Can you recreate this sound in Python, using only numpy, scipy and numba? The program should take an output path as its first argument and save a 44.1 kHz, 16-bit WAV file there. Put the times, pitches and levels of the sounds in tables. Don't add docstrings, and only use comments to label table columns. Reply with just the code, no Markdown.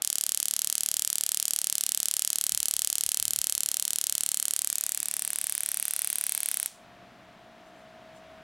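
import sys
import numpy as np
from scipy import signal
from scipy.fft import rfft, irfft
from scipy.io import wavfile
from scipy.ndimage import uniform_filter1d
from numba import njit

SR = 44100
rng = np.random.default_rng(int(sys.argv[2]) if len(sys.argv) > 2 else 0)


def master(y):
    cut = np.clip(np.atleast_2d(y).T, -1, 1)
    pcm = np.round(cut * 32767)
    wavfile.write(sys.argv[1], SR, pcm.astype(np.int16))


N = 371751
TIME = np.arange(N) / SR


def coil(finger_leaves_s=4.17, finger_move_s=.06, scatter_db=.7, ring_db=-18.5, ring_aside_db=4.5):
    # (time [s], camera turned aside [0-1])
    camera_turn = [(4.5, 0), (4.7, .15), (4.9, .42), (5.1, .65), (5.45, .88), (6.1, 1), (6.66, .96)]
    # (time [s], level [dB])
    snap_level = [(0, -21), (2.5, -19), (3.4, -20), (3.9, -22.5), (4.17, -20), (4.6, -20), (5.05, -28.5),
                  (5.45, -27), (6.1, -23.5), (6.66, -23.5)]
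    times = spark_times()
    turn = curves(camera_turn, times)[0]
    away = np.interp(times, [finger_leaves_s, finger_leaves_s + finger_move_s], [0, 1])
    level_db = curves(snap_level, times)[0] + scatter_db * rng.standard_normal(len(times))
    room_db = level_db + ring_db + ring_aside_db * turn
    out = snaps(times, level_db[:, None], away[:, None], turn[:, None]) + fizz(times, level_db)
    flat = np.ones((len(times), 257)) / np.sqrt(3)
    for shift_s in (-.0007, .0002, .0008):
        tremor_s = .00012 * (1 + turn) * uniform_filter1d(rng.standard_normal(len(times)), 15)
        out += room(train(times + shift_s * turn + tremor_s, flat, room_db[:, None]))
    return out


def spark_times(start_charge=.177, jitter_s=.0002, off_s=6.67, sag=.18, sag_s=.05):
    # (time [s], rate [charges/s])
    charge_rate = [(0.0, 37.87), (0.18, 36.48), (1.0, 37.44), (1.39, 36.66), (1.52, 37.29), (1.72, 36.03),
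                   (2.24, 36.68), (3.28, 36.99), (3.84, 36.45), (3.92, 37.83), (4.1, 35.45), (4.22, 36.55),
                   (6.5, 36.28)]
    supply = 1 - sag * np.exp(np.minimum(TIME - off_s, 0) / sag_s)
    charge = start_charge + np.cumsum(curves(charge_rate, TIME)[0] * supply) / SR
    times = np.interp(np.arange(1, charge[-1]), charge, TIME)
    times = times[times < off_s]
    return times + jitter_s * rng.standard_normal(len(times))


def snaps(times, level_db, away, turn, smear_s_per_hz=4.4e-8, front_pan_db=-3, aside_pan_db=-.5):
    hz = np.fft.rfftfreq(512, 1 / SR)
    front = np.interp(turn, [0, .3], [1, 0])
    smear = np.exp(-1j * np.pi * smear_s_per_hz * (hz - 8500) ** 2)
    snap = undb(snap_colour_db(hz, away, turn, front)) * (1 + echoes(times, hz)) * smear
    snap /= np.sqrt(np.mean(abs(snap) ** 2, axis=1, keepdims=True))
    band = np.exp(-.5 * ((hz - 9000) / 1100) ** 2)
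    pan_db = (aside_pan_db + front * (front_pan_db - aside_pan_db)) * band
    phase_rad = -.14 * band
    ports = [snap * undb(side * pan_db) * np.exp(1j * side * phase_rad) for side in (.5, -.5)]
    return np.array([train(times, spectra, level_db) for spectra in ports])


def snap_colour_db(hz, away, turn, front):
    # (frequency [Hz], level [dB])
    to_finger = [(50, -22), (90, -15.5), (170, -10), (320, -6), (540, -9.5), (740, -4), (950, -10),
                 (1400, -4.5), (1950, -5), (2200, -10), (2500, -3.5), (3250, 8.5), (3750, 2.6), (4500, 6.5),
                 (6100, 7), (6700, 11), (7600, 13), (9100, 9.5), (11100, 13), (12700, 7.5), (13500, -13),
                 (14100, -2), (14800, -8), (15500, -3), (16000, -13)]
    # (frequency [Hz], level [dB])
    to_air = [(50, -35), (150, -9.5), (700, -5), (950, -8), (1400, -2.5), (1950, -3), (2200, -5.5),
              (2500, -4.5), (3250, 9), (3750, 1), (4400, 7.5), (5050, 2), (5700, 5), (6100, 7),
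              (6600, 10.5), (8200, 15.5), (9200, 12), (11000, 13.5), (12700, 6.5), (13600, -5), (15400, -3),
              (16000, -10)]
    # (frequency [Hz], level [dB])
    glancing = [(50, -34.5), (150, -11), (700, -7.5), (1500, -3), (3100, -1.5), (4500, 2), (6100, 4.5),
                (6700, 12), (8000, 14), (9000, 9.8), (11500, 12.1), (13000, 11), (13800, -4.5), (14700, -6),
                (16000, -5)]
    # (frequency [Hz], level [dB])
    side_on = [(50, -30.5), (150, -14), (500, -10), (830, -6), (1070, -6.5), (1600, -0.9), (2600, -0.4),
               (3400, -0.8), (5000, -4), (6500, 0), (7500, -2), (8000, 8), (8500, 12), (10400, 13),
               (11700, 8.5), (13700, 4), (16000, -7.5)]
    # (frequency [Hz], depth per term [dB])
    ripple_depth = [(500, .4), (1300, .9), (2500, .9), (4000, .4), (12500, .45), (13600, 2.3)]
    aside = np.interp(turn, [.3, .8], [0, 1])
    swept_hz = hz * (1 + .25 * (1 - turn))
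    db = front * ((1 - away) * colour_db(to_finger, hz) + away * colour_db(to_air, hz))
    db += (1 - front - aside) * colour_db(glancing, hz)
    db += aside * colour_db(side_on, swept_hz)
    ripple_terms = np.cos(np.outer([4, 7, 11, 17, 26], 2 * np.pi * hz / SR))
    ripple = rng.standard_normal((len(turn), 5)) @ ripple_terms
    return db + ripple * colour_db(ripple_depth, hz)


def echoes(times, hz):
    # (frequency [Hz], gain [dB])
    reflectance = [(1500, -3), (4000, 3.3), (6500, 2.6), (9000, -3.5), (16000, -10)]
    # (time [s], 6 x path delay [ms])
    delays = [(4.55, 0.71, 1.56, 1.692, 1.827, 1.0, 2.055), (4.8, 0.73, 1.209, 1.683, 1.37, 0.997, 1.968),
              (5.05, 0.641, 1.181, 1.512, 1.277, 0.948, 2.002),
              (5.4, 0.564, 1.179, 1.557, 1.271, 0.846, 1.982),
              (5.7, 0.521, 1.174, 1.495, 1.311, 0.819, 2.186),
              (5.95, 0.486, 1.167, 1.482, 1.579, 0.79, 2.176),
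              (6.3, 0.484, 1.231, 1.518, 1.606, 0.853, 2.17),
              (6.66, 0.552, 1.261, 1.423, 1.616, 0.923, 2.139)]
    # (time [s], 6 x pressure re direct snap [ratio])
    ratios = [(4.55, 0.14, 0.11, 0.08, -0.07, -0.04, 0.07), (4.8, 0.13, -0.11, 0.07, 0.1, -0.21, -0.15),
              (5.05, -0.17, 0.15, -0.14, -0.17, -0.18, -0.13), (5.4, 0.02, 0.2, -0.12, -0.17, 0.04, -0.07),
              (5.7, 0.12, 0.18, 0.09, 0.08, 0.02, 0.06), (5.95, 0.02, 0.02, 0.2, -0.09, 0.1, 0.11),
              (6.3, 0.11, 0.19, 0.12, -0.21, 0.1, 0.04), (6.66, 0.14, 0.16, 0.11, -0.15, 0.06, 0.12)]
    paths = zip(curves(delays, times[:, None]), curves(ratios, times[:, None]))
    comb = sum(ratio * np.exp(-2j * np.pi * hz * ms / 1000) for ms, ratio in paths)
    return undb(colour_db(reflectance, hz)) * comb


def fizz(times, level_db, relative_db=-21, scatter_db=3.5, decay_s=.008, side_db=-8):
    # (frequency [Hz], relative density [dB])
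    hiss = [(1500, -44.5), (4000, -14), (9000, 25), (13000, 15), (16000, -1)]
    db = level_db + relative_db + scatter_db * rng.standard_normal(len(times))
    power = np.zeros(N)
    power[(times * SR).astype(int)] = undb(db) ** 2 * SR * np.mean(np.diff(times))
    pole = np.exp(-2 / (decay_s * SR))
    envelope = np.sqrt(signal.lfilter([1 - pole], [1, -pole], power + 1e-18))
    side = undb(side_db) * noise(hiss)
    return envelope * (noise(hiss) + np.array([side, -side]))


def room(x, t60_s=.3, size=16384):
    # (frequency [Hz], level [dB])
    ring_colour = [(200, -22.5), (800, -11), (1200, -10), (2000, -2.5), (3200, 1), (6000, 1.5), (8500, 2.5),
                   (11000, -2), (12500, -8.5), (15500, -11.5)]
    # (delay [ms], spread [ms], level re tail [dB])
    clusters = [(2.6, .4, 6), (10.9, .25, 5), (16.4, .3, 6), (18.2, 1.3, 4.5)]
    # (frequency [Hz], side re mid [dB])
    width = [(300, -27), (2300, -49), (3300, -40), (5000, -35), (6000, -25), (7000, -12), (8500, -9),
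             (14000, -11.5)]
    t = np.arange(size) / SR
    ms = t * 1000
    power = 1 + sum(undb(db) ** 2 * np.exp(-.5 * ((ms - at) / spread) ** 2)
                    for at, spread, db in clusters)
    envelope = np.sqrt(power) * np.exp(-np.log(1000) * t / t60_s) * (ms > 1)
    envelope /= np.sqrt(np.sum(envelope ** 2))
    common = noise(ring_colour, size)
    side_gain = undb(colour_db(width, np.fft.rfftfreq(size, 1 / SR)))
    apart = irfft(rfft(noise(ring_colour, size)) * side_gain)
    mid, side = (signal.fftconvolve(x, envelope * ring)[:N] for ring in (common, apart))
    return mid + np.array([side, -side])


def fan(shaft_hz=58.48, waver_hz=5, flutter_db=1.1):
    # (frequency [Hz], relative density [dB])
    air = [(25, -12.5), (60, -11.5), (130, 3), (200, 4.5), (300, 5), (430, -0.5), (750, 3.5), (1050, 0.5),
           (1450, 0.5), (2500, -5), (3300, -6.5), (5000, -14.5), (8000, -22.5), (15000, -30.5)]
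    # (time [s], gain [dB])
    rush_level = [(0, -8), (4.5, -6.5), (5.5, -12.5), (6.9, -5.5), (7.5, -6), (8.43, -4.5)]
    # (shaft order, level [dB])
    orders = [(1, -77), (10, -73), (13, -75), (19, -76.5), (31, -79.5)]
    # (time [s], order 11 [dB], order 12 [dB])
    whine = [(4.5, -67.5, -73), (6.8, -63.5, -60), (7.2, -63.5, -61), (7.6, -59, -60.5), (8.15, -54, -59.5)]
    # (frequency [Hz], width [Hz], level [dB])
    drone = [(74.5, 5, -74), (120, 1.8, -72.5), (187.6, 18, -68.5), (229.1, 5, -68), (305, 3.1, -75),
             (616, 5.7, -72)]
    speed_hz = shaft_hz * (1 + .0015 * band_noise(waver_hz, 2 * waver_hz))
    angle = 2 * np.pi * np.cumsum(speed_hz) / SR
    out = undb(curves(rush_level, TIME)[0] - 49) * noise(air)
    for order, db in orders + list(zip((11, 12), curves(whine, TIME))):
        level_db = db + flutter_db * band_noise(waver_hz, 2 * waver_hz)
        out += np.sqrt(2) * undb(level_db) * np.sin(order * angle + 2 * np.pi * rng.random())
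    return out + sum(undb(db) * band_noise(hz, width_hz) for hz, width_hz, db in drone)


def handling(brush_hz=7500, relative_width=.76, side_db=-2):
    # (centre time [s], half length [s], frequency [Hz], level [dB])
    bumps = [(1.574, .04, 50, -59.5), (2.535, 0.043, 120, -46), (2.6, .037, 60, -51.5), (2.9, .9, 45, -60),
             (3.07, 0.035, 70, -47.5), (3.21, 0.053, 70.6, -52), (3.28, .15, 110, -49.5),
             (3.39, .035, 80.8, -50), (3.55, .035, 55, -53), (3.95, .044, 55, -63)]
    # (centre time [s], half length [s], level [dB])
    brushes = [(7.68, .04, -73), (7.79, .08, -74), (8.17, .045, -67)]
    out = np.zeros((2, N))
    for at_s, half_s, hz, db in bumps + [(at_s, half_s, brush_hz, db) for at_s, half_s, db in brushes]:
        size = int(2 * half_s * SR)
        swell = undb(db) * np.hanning(size)
        mid, side = (swell * band_noise(hz, relative_width * hz, size) for _ in range(2))
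        i = int((at_s - half_s) * SR)
        out[:, i:i + size] += (mid + undb(side_db) * np.array([side, -side]))[:, :N - i]
    return out


def microphone_noise(level_db=-65):
    # (frequency [Hz], relative density [dB])
    colour = [(30, 15.5), (60, -3), (100, -5), (300, -11), (1000, -28), (2500, -9.5), (15000, -36)]
    return undb(level_db) * np.array([noise(colour) for _ in range(2)])


def gain_control(x, threshold_db=-24, release_s=.14, slope=.7, size=128):
    level = np.sqrt(np.abs(uniform_filter1d(np.mean(x ** 2, axis=0), size)))
    held = peak_hold(level, np.exp(-1 / (release_s * SR)))
    gain = np.maximum(held / undb(threshold_db), 1) ** -slope
    return x * uniform_filter1d(gain, size // 2)


@njit
def peak_hold(level, release):
    out, held = np.empty(len(level)), 0.
    for i in range(len(level)):
        held = max(level[i], held * release)
        out[i] = held
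    return out


def train(times, spectra, level_db):
    size = 2 * (spectra.shape[1] - 1)
    start, fraction = np.divmod(times * SR, 1)
    delay_samples = fraction[:, None] + size // 2
    pulses = irfft(spectra * np.exp(-2j * np.pi * np.fft.rfftfreq(size) * delay_samples))
    pulses *= undb(level_db) * np.sqrt(SR * np.mean(np.diff(times)))
    out = np.zeros(N)
    for i, pulse in zip(start.astype(int) - size // 2, pulses):
        out[i:i + size] += pulse
    return out


def noise(points, size=N):
    hz = np.fft.rfftfreq(size, 1 / SR)
    return unit(irfft(rfft(rng.standard_normal(size)) * undb(colour_db(points, hz)), size))


def band_noise(hz, width_hz, size=N):
    b, a = signal.iirpeak(hz, hz / width_hz, fs=SR)
    return unit(signal.lfilter(b, a, signal.lfilter(b, a, rng.standard_normal(size))))


def colour_db(points, hz):
    points_hz, db = np.transpose(points)
    return np.interp(np.log(np.maximum(hz, 1)), np.log(points_hz), db)


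def curves(table, at_s):
    time_s, *columns = np.transpose(table)
    return [np.interp(at_s, time_s, column) for column in columns]


def undb(db):
    return 10 ** (np.asarray(db) / 20)


def unit(x):
    return x / np.sqrt(np.mean(x ** 2))


def scene(fan_pan_db=1.0):
    fan_pan = undb([[fan_pan_db / 2], [-fan_pan_db / 2]])
    return coil() + fan() * fan_pan + handling() + microphone_noise()


def record(dry, low_cut_hz=45, top_hz=16200):
    thinned = signal.sosfilt(signal.butter(2, low_cut_hz, "highpass", fs=SR, output="sos"), dry)
    return signal.sosfilt(signal.ellip(8, .2, 70, top_hz, fs=SR, output="sos"), gain_control(thinned))


dry = scene()
out = record(dry)
master(out)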